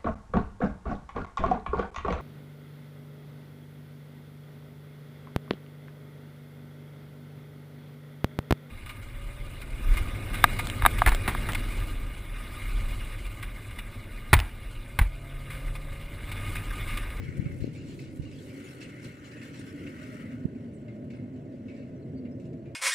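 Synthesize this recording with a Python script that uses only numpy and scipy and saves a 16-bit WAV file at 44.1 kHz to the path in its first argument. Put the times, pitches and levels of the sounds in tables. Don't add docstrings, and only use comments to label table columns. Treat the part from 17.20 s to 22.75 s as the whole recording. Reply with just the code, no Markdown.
import sys
import numpy as np
from scipy import signal
from scipy.fft import rfft, irfft
from scipy.io import wavfile
from scipy.ndimage import uniform_filter1d

SR = 44100
rng = np.random.default_rng(int(sys.argv[2]) if len(sys.argv) > 2 else 0)


def master(y):
    cut = np.clip(np.atleast_2d(y).T, -1, 1)
    pcm = np.round(cut * 32767)
    wavfile.write(sys.argv[1], SR, pcm.astype(np.int16))


N = 244755
TIME, FREQS = np.arange(N) / SR, np.fft.rfftfreq(N, 1 / SR)
LEFT, RIGHT = 0, 1

# t/s, grinding/dB, crunch/dB
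SOIL_LEVELS = [(0, -55.5, -66), (.28, -57.5, -65), (.37, -64.5, -74.5), (.8, -65.5, -63.5),
               (.98, -67.5, -69.5), (1.2, -64.5, -60), (1.38, -56.5, -60), (2.0, -56.5, -65),
               (2.2, -55, -62), (2.48, -55, -64), (2.93, -52, -61), (3.13, -55.5, -68.5),
               (3.26, -65, -71.5), (3.65, -68, -74.5), (5.55, -73, -78)]
# f/Hz, level/dB
GRIND_SPECTRUM = [(600, -40.5), (900, -22.5), (1150, -3.5), (1300, 3.5), (1520, 3), (1690, -5), (1830, 3),
                  (2000, 3), (2170, 2), (2430, -3.5), (2700, -5), (2920, -6), (3200, -13.5), (5000, -29.5)]


def wagons(frame_hz=342, boards_follow=0.45, boards_heave=0.65):
    # t/s, axle rumble/dB, bed boom/dB
    shaking = [(0, -41, -50), (.7, -43, -46.5), (1.25, -49.5, -46.5), (1.8, -50.5, -46), (2.02, -52, -50.5),
               (2.2, -49, -44), (2.55, -47.5, -42.5), (3.4, -45.5, -40.5), (3.67, -48, -44.5),
               (3.9, -46, -40), (4.55, -49, -42), (4.95, -44, -42), (5.55, -45.5, -47.5)]
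    # t/s, bed/Hz, plank/Hz, frames over boards/dB, boards/dB
    ringing = [(0, 292.6, 526, -7, -54.5), (1.2, 283, 517, -6, -54.5), (2.2, 268.6, 519, -5, -56.5),
               (3.1, 261, 545, -5, -55.5), (3.8, 244, 583, -0.5, -53.5), (5.55, 246.4, 590, 6, -53.5)]
    # t/s, boost/dB
    ruts = [(1.35, 1), (1.68, 3), (1.869, 5), (2.65, 3.5), (3.83, 3), (5.32, 2.5)]
    # f/Hz, level/dB
    rumble_spectrum = [(20, -34.5), (40, -26), (60, -13), (90, -3), (125, 2), (152, 1), (180, -5),
                       (215, -9.5), (300, -6.5), (390, -18), (460, -19.5), (800, -69)]
    jolt_spectrum = [(80, -34), (200, -0.5), (680, -5.5), (800, -15.5), (1100, -46.5)]
    board_spectrum = [(200, -23.5), (330, 2.5), (400, 6), (470, 1.5), (540, -0.5), (620, -3), (700, -30.5),
                      (790, -36), (1000, -37.5), (2000, -48.5)]
    rumble_db, boom_db = follow(shaking)
    bed_hz, plank_hz, frame_db, boards_db = follow(ringing)
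    heave_db = sum(db * np.exp(-((TIME - s) / 0.055) ** 2) for s, db in ruts)
    clatter_db = boards_db + boards_follow * (boom_db - boom_db.mean()) + boards_heave * heave_db
    rumble = in_stereo(grains(per_s=150, spread_db=2.3, share=0.34), rumble_spectrum)
    bumps = patchy(grains(per_s=250, spread_db=3, share=0.38), depth_db=2.5, size=4096)
    jolts = in_stereo(bumps, jolt_spectrum)
    boom = resonate(jolts, bed_hz, width_hz=82)
    frames = gain_of(frame_db) * resonate(jolts, frame_hz, width_hz=54)
    planks = gain_of(-3) * resonate(jolts, plank_hz, width_hz=167)
    knocks = patchy(grains(per_s=450, spread_db=0, share=0.64), depth_db=4.5, size=4096)
    boards = glide(in_stereo(knocks, board_spectrum), rise_per_s=0.03)
    body = gain_of(rumble_db + 2) * rumble + gain_of(boom_db - 1) * boom
    return gain_of(heave_db) * body + gain_of(clatter_db) * (boards + planks + frames)


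def wheels_and_rustle(rustle_db=-69.5, rustle_follow=1.25, clump_db=1.08, crackle_db=1.4):
    # peak t/s, rise/s, crunch/dB, rustle/dB
    bursts = [(.05, 0.037, -59, -73), (.175, 0.024, -65, -66), (.355, 0.087, -65, -68),
              (.545, 0.025, -62, -69), (.69, 0.057, -58.5, -72), (.77, 0.039, -83, -67),
              (.95, 0.058, -98, -69), (1.24, 0.14, -74, -68.5), (1.47, 0.043, -59.5, -68),
              (1.53, 0.064, -79, -66), (1.623, 0.024, -54, -79), (1.847, 0.044, -57.5, -67),
              (2.06, 0.033, -57.5, -80), (2.245, 0.033, -56, -67), (2.37, 0.056, -54.5, -79),
              (2.475, 0.044, -62, -68)]
    # f/Hz, level/dB
    grit_spectrum = [(1500, -1), (3000, 5), (3600, 2), (4200, 3), (4800, -3.5), (5500, 0), (6400, -4.5),
                     (7100, -5.5), (8600, -5), (10000, -18.5), (12000, -20), (16000, -45)]
    rustle_spectrum = [(4000, -19.5), (8000, -0.5), (10000, 1.5), (12000, -3), (14000, -7), (16000, -10)]
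    grind_db, crunch_db = follow(SOIL_LEVELS)
    bite_db = grind_db + 0.71 * (crunch_db - grind_db)
    crunch_gain = gain_of(crunch_db)
    rustle_gain = gain_of(rustle_db + rustle_follow * (bite_db - bite_db.max()))
    for s, rise_s, burst_crunch_db, burst_rustle_db in bursts:
        burst = swell(s, rise_s)
        crunch_gain = np.hypot(crunch_gain, gain_of(burst_crunch_db) * burst)
        rustle_gain = np.hypot(rustle_gain, gain_of(burst_rustle_db) * burst)
    coarse = patchy(grains(per_s=1500, spread_db=2, share=0.34), depth_db=2, size=1024)
    medium = patchy(grains(per_s=1500, spread_db=0, share=0.54), depth_db=3)
    fine = patchy(grains(per_s=1700, spread_db=5, share=0.4), depth_db=3.5, size=256)
    grind = gain_of(grind_db) * in_stereo(colour(coarse), GRIND_SPECTRUM)
    grit = crunch_gain * in_stereo(colour(medium), grit_spectrum)
    rustle = rustle_gain * in_stereo(colour(fine), rustle_spectrum)
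    rustle *= gain_of(crackle_db * wander(hz=120))
    return (grind + grit + rustle) * gain_of(clump_db * wander(hz=59.6))


def hitches(rise_s=0.0012, pivot_hz=2400, knock_db=-5, knock_s=0.006):
    # t/s, level/dB, time to fade by 60 dB/s, treble tilt/dB per octave
    jerks = [(0.016, -52.5, 0.53, -5.5), (0.254, -53.5, 0.45, -5), (.404, -56, 0.97, 4),
             (.55, -58.5, 1, 4.5), (.7, -56, 0.17, -2), (.789, -52.5, 0.58, 5.5), (1.02, -58.5, 0.65, 3.5),
             (1.114, -56.5, 0.15, 4), (1.612, -48.5, 0.37, 3.5), (1.849, -52.5, 0.34, -1),
             (2.113, -54.5, 0.18, 7), (2.168, -55, 0.26, -1), (2.214, -51, 0.25, 1.5),
             (2.337, -52, 0.21, -9), (2.637, -56, 0.14, -3), (2.666, -51.5, 0.21, 0),
             (2.828, -54, 0.088, 7), (2.996, -55, 0.066, -11), (3.113, -60, 0.15, 5),
             (3.349, -63, 0.18, -1), (3.679, -59.5, 0.26, -1), (3.902, -56, 0.25, 4),
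             (3.935, -60.5, 0.62, -5.5), (4.16, -65.5, .15, 5), (4.32, -70, 0.83, 7),
             (4.482, -57.5, 0.69, 0), (4.564, -66.5, 0.6, 2.5), (5.05, -59, 0.2, -2.5),
             (5.198, -65, 0.44, 8.5), (5.252, -69, 0.13, 8.5), (5.33, -65.5, 0.13, 3),
             (5.456, -62.5, 0.31, 0.5)]
    # f/Hz, level/dB
    hitch_spectrum = [(700, -16), (1400, -1.5), (1900, -0.5), (2250, 7), (2780, 3), (3080, -11.5),
                      (3600, -4), (4300, -8.5), (6300, -17), (8500, -23.5), (11000, -38.5), (16000, -52)]
    clicks = patchy(grains(per_s=1400, spread_db=9, share=0.2), depth_db=3)
    shower = in_stereo(colour(clicks), hitch_spectrum)
    out = np.zeros((2, N))
    for s, db, t60, tilt_db in jerks:
        burst = shower[:, round(s * SR):][:, :SR // 2]
        t = TIME[:burst.shape[1]]
        octaves = np.log2(np.maximum(np.fft.rfftfreq(len(t), 1 / SR) / pivot_hz, 0.5))
        burst = evened(irfft(rfft(burst) * gain_of(tilt_db * octaves), len(t)))
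        fade = decay(t, t60) + gain_of(knock_db) * np.exp(-t / knock_s)
        add(out, s, gain_of(db - 1) * burst * (1 - np.exp(-t / rise_s)) * fade)
    return out


def chains(rise_s=0.002, jingle_count=70, jingle_hz=(3800, 9600), jingle_t60=0.2):
    # t/s, f/Hz, level/dB, time to fade by 60 dB/s
    links = [(.02, 2250, -52, .3), (.41, 4110, -66, .3), (.425, 4450, -66, .3), (.46, 2830, -62, .25),
             (.565, 4150, -66, .4), (.575, 6930, -62.5, .15), (.6, 2820, -61, .25), (.68, 6950, -66, .3),
             (.705, 4250, -63, .2), (1.053, 2820, -56, .16), (1.06, 1160, -67.5, .22),
             (1.12, 2650, -61, .3), (1.125, 4950, -69, .25), (1.16, 4440, -65, .25),
             (1.44, 6970, -61.5, .25), (1.472, 2630, -56, .2), (1.613, 2630, -51, .25),
             (1.635, 2790, -56, .17), (1.64, 8790, -65, .2), (1.762, 2020, -54, .16),
             (1.765, 9560, -72, .2), (1.845, 4130, -63, .2), (2.052, 7020, -60.5, .13),
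             (2.116, 4870, -63, .14), (2.116, 2580, -56, .16), (2.12, 1880, -54, .22),
             (2.166, 2580, -56, .15), (2.175, 7190, -65, .18), (2.215, 2620, -52, .18),
             (2.22, 1765, -54, .18), (2.245, 4950, -64, .18), (2.39, 8820, -58.5, .18),
             (2.633, 2070, -53, .17), (2.833, 1510, -52, .15), (3.12, 8810, -74, .17),
             (3.683, 2120, -59, .25), (3.905, 2200, -62, .45), (3.96, 8810, -75, .13),
             (3.98, 2120, -63, .35), (4.483, 2230, -56.5, .38), (4.53, 2350, -64, .4),
             (4.565, 1850, -61, .27), (4.61, 2250, -66, .35), (5.053, 2100, -63, .25),
             (5.462, 2400, -64, .2)]
    t, out = TIME[:SR // 3], np.zeros((2, N))
    crunch_db = follow(SOIL_LEVELS)[1]
    jingles = []
    for when, pitch in rng.random((jingle_count, 2)):
        hz = np.interp(pitch, [0, 1], jingle_hz)
        jingles.append((when * N / SR, hz, crunch_db[int(when * N)] - 10.5, jingle_t60))
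    for s, hz, db, t60 in links + jingles:
        tone = np.sin(2 * np.pi * hz * t + rng.random((2, 1)))
        chatter = resonate(rng.standard_normal((2, len(t))), hz, width_hz=110 + 0.025 * hz)
        ring = tone + np.sqrt(0.5) * chatter
        add(out, s, gain_of(db) * ring * (1 - np.exp(-t / rise_s)) * decay(t, t60))
    return out


def rims(edge_s=0.038, waver=0.025):
    # start t/s, length/s, f/Hz, level/dB
    scrapes = [(.01, 0.39, 2240, -58.5), (1.25, 0.28, 2260, -60), (1.69, 0.26, 2190, -58.5),
               (2.09, 0.22, 1750, -60)]
    slips = in_stereo(grains(per_s=830, spread_db=1.5, share=0.54), GRIND_SPECTRUM)
    unsteady = 1 + waver * wander(hz=15)
    out = np.zeros((2, N))
    for s, length, hz, db in scrapes:
        rub = slips[:, round(s * SR):][:, :round(length * SR)]
        t = TIME[:rub.shape[1]]
        ring = resonate(rub, hz * np.interp(s + t, TIME, unsteady), width_hz=330)
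        fade = np.clip(np.minimum(t, length - t) / edge_s, 0, 1)
        add(out, s, gain_of(db) * ring * fade)
    return out


def stones(tick_t60=0.014, crumbs_db=-13, crumbs_t60=0.09):
    # t/s, level/dB
    snaps = [(.17, -58), (.344, -62), (.548, -63), (.802, -58), (.96, -60), (1.364, -59), (1.844, -56),
             (2.253, -58), (2.398, -59), (2.837, -61)]
    # f/Hz, level/dB
    stone_spectrum = [(1500, -12), (4000, -1), (9000, 0), (14000, -3), (16000, -9)]
    t, out = TIME[:SR // 10], np.zeros((2, N))
    splinters = in_stereo(grains(per_s=2200, spread_db=1, share=0.6), stone_spectrum)
    fade = decay(t, tick_t60) + gain_of(crumbs_db) * decay(t, crumbs_t60)
    for s, db in snaps:
        add(out, s, gain_of(db) * fade * splinters[:, round(s * SR):][:, :len(t)])
    return out


def birds(settle=2.2, quaver=0.007, echo_db=-11, echo_t60=0.25):
    # t/s, length/s, start f/Hz, end f/Hz, peak/dB, left minus right/dB
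    notes = [(3.525, .058, 9600, 7550, -65.5, -8), (3.575, .06, 8000, 7600, -74, -4),
             (4.545, .065, 8700, 7250, -75, -6), (4.545, .065, 8100, 6850, -76, -6),
             (4.652, .022, 7400, 7350, -74, -2), (4.757, .018, 5750, 5650, -74, -2),
             (4.818, .027, 4900, 4000, -70, -4), (4.953, .055, 4680, 4500, -67, -1),
             (5.108, .03, 5360, 5280, -68.5, 0)]
    out = np.zeros((2, N))
    unsteady = 1 + quaver * wander(hz=300)
    for s, length, start_hz, end_hz, db, pan_db in notes:
        progress = np.linspace(0, 1, round(length * SR))
        hz = end_hz + (start_hz - end_hz) * (1 - progress) ** settle
        hz *= unsteady[round(s * SR):][:len(hz)]
        note = np.sin(np.pi * progress) * np.sin(2 * np.pi * np.cumsum(hz) / SR)
        add(out, s, gain_of(db + np.array([[0.5], [-0.5]]) * pan_db) * note)
    out[LEFT] = np.roll(out[LEFT], 3)
    tail = rng.standard_normal((2, SR // 3)) * decay(TIME[:SR // 3], echo_t60)
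    echo = signal.fftconvolve(out, tail / np.linalg.norm(tail[LEFT]), axes=1)[:, :N]
    return out + gain_of(echo_db) * echo


def wind(lumps_db=-1, core_db=-12, core_ratio=1.53):
    # t/s, left/dB, right/dB
    breeze = [(0, -36, -51), (.15, -43, -57), (.3, -36, -56), (.45, -40.5, -51), (.55, -44.5, -63),
              (1.05, -51.5, -42), (1.3, -68, -57.5), (3, -56, -66.5), (5.55, -61, -54)]
    # f/Hz, level/dB
    buffet_spectrum = [(15, -30.5), (50, 0.5), (100, 4.5), (180, -1.5), (350, -9.5), (800, -34),
                       (2000, -90)]
    # t/s, level/dB, f/Hz, side
    puffs = [(.092, -25, 89, LEFT), (.184, -24, 127, LEFT), (.198, -14.5, 110, LEFT),
             (.228, -26, 170, LEFT), (.263, -19, 135, RIGHT), (.27, -23, 145, RIGHT), (.33, -26, 115, LEFT),
             (.404, -27, 85, LEFT), (.426, -19.5, 90, LEFT), (.444, -16, 235, LEFT), (.478, -23, 228, LEFT),
             (.999, -21.5, 102, RIGHT), (1.014, -29, 80, LEFT), (3.256, -13, 156, RIGHT)]
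    noise = rng.standard_normal((2, N))
    out = evened(irfft(rfft(noise) * gain_of(across_pitch(buffet_spectrum)), N))
    lumps = np.array([wander(hz=4.2), wander(hz=8.1)])
    out *= gain_of(np.array(follow(breeze)) + lumps_db * lumps)
    for s, db, hz, side in puffs:
        out[round(side)] += gain_of(db) * (swirl(s, hz) + gain_of(core_db) * swirl(s, hz * core_ratio))
    return out


def swirl(s, hz):
    spread = (np.pi * hz * (TIME - s)) ** 2
    return (1 - 2 * spread) * np.exp(-np.minimum(spread, 100))


def air(level_db=-66):
    # f/Hz, level/dB
    hush_spectrum = [(30, -12.5), (400, 10), (900, 7), (1500, 3.5), (3000, -8.5), (6000, -29), (10000, -48),
                     (16000, -41)]
    return gain_of(level_db) * in_stereo(rng.standard_normal((2, N)), hush_spectrum)


def colour(x):
    # f/Hz, width/Hz, boost/dB
    bands = [(1505, 110, 3), (2155, 74, 4), (2440, 110, -4.5), (2603, 40, 7), (2830, 45, 6.5),
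             (2962, 40, 3), (3690, 170, -5), (4430, 70, 2.5), (4950, 50, 4), (6980, 110, 4), (7570, 540, 4),
             (8810, 30, 6), (9600, 350, 3.5), (10600, 600, -2.5), (11440, 400, 3.5), (12400, 300, 3.5),
             (12950, 400, -4), (13500, 250, 4)]
    boost_db = sum(db / (1 + (2 * (FREQS - hz) / width) ** 2) for hz, width, db in bands)
    return irfft(rfft(x) * gain_of(boost_db), N)


def in_stereo(streams, spectrum):
    # f/Hz, likeness/0 to 1
    likeness = [(60, .99), (200, .99), (400, .95), (700, .92), (950, .5), (1400, .75), (2100, .72),
                (2700, .35), (4200, .45), (8000, .25), (15000, .05)]
    # f/Hz, phase/radians
    lead = [(0, 0), (150, -.13), (350, -.42), (700, -.95), (1000, -1.9), (1400, -4), (1800, -6.1),
            (2250, -7), (4000, -6.8), (8000, -7)]
    # f/Hz, left minus right/dB
    balance = [(200, 0), (380, -.6), (700, -1.3), (1290, 3.5), (2380, 1.5), (4400, -.3), (8120, -1.2),
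               (15000, -2)]
    left, other = rfft(streams)
    same = np.clip(across_pitch(likeness), 0, 1)
    delay = np.exp(-1j * np.interp(FREQS, *np.transpose(lead)))
    right = (same * left + np.sqrt(1 - same ** 2) * other) * delay
    lean = gain_of(across_pitch(balance) / 2)
    return evened(irfft(np.array([left * lean, right / lean]) * gain_of(across_pitch(spectrum)), N))


def grains(per_s, spread_db, share):
    sizes = gain_of(spread_db * np.minimum(rng.exponential(1, (2, N)), 4))
    signs = rng.choice([-1, 1], (2, N))
    impacts = evened(sizes * signs * (rng.random((2, N)) < per_s / SR))
    return np.sqrt(share) * impacts + np.sqrt(1 - share) * rng.standard_normal((2, N))


def patchy(x, depth_db, size=512):
    slices = signal.stft(x, nperseg=size)[2]
    patches = uniform_filter1d(rng.standard_normal(slices.shape[1:]), size=3, axis=0)
    patches = evened(uniform_filter1d(patches, size=5, axis=1))
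    return signal.istft(slices * gain_of(depth_db * patches))[1][:, :N]


def resonate(x, hz, width_hz):
    turn = np.exp(2j * np.pi * np.cumsum(hz * np.ones(x.shape[-1])) / SR)
    hold = np.exp(-np.pi * width_hz / SR)
    return evened((turn * signal.lfilter([1], [1, -2 * hold, hold * hold], x / turn)).real)


def glide(x, rise_per_s):
    position = np.cumsum(1 + rise_per_s * (TIME - TIME.mean()))
    return np.array([np.interp(position, np.arange(N), channel, period=N) for channel in x])


def wander(hz):
    return evened(irfft(rfft(rng.standard_normal(N)) / (1 + (FREQS / hz) ** 4), N))


def swell(s, rise_s):
    age = np.maximum(1 + (TIME - s) / rise_s, 0)
    return (age * np.exp(1 - np.minimum(age, 20))) ** 2


def decay(t, t60):
    return np.exp(-np.log(1000) * t / t60)


def gain_of(db):
    return 10 ** (np.asarray(db) / 20)


def evened(x):
    return x / np.sqrt(np.mean(x ** 2) + 1e-20)


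def across_pitch(points):
    hz, value = np.transpose(points)
    return np.interp(np.log(FREQS + 1), np.log(hz + 1), value)


def follow(rows):
    times, *columns = np.transpose(rows)
    return [np.interp(TIME, times, column) for column in columns]


def add(mix, s, sound):
    part = mix[..., round(s * SR):][..., :sound.shape[-1]]
    part += sound[..., :part.shape[-1]]


def scene():
    return (wagons() + wheels_and_rustle() + stones() + hitches() + chains()
            + birds() + wind() + air() + rims())


def record(dry, edge_hz=15750):
    lowpass = signal.firwin(511, edge_hz, window=("kaiser", 9), fs=SR)
    return signal.oaconvolve(dry, lowpass[None], "same")


dry = scene()
out = record(dry)
master(out)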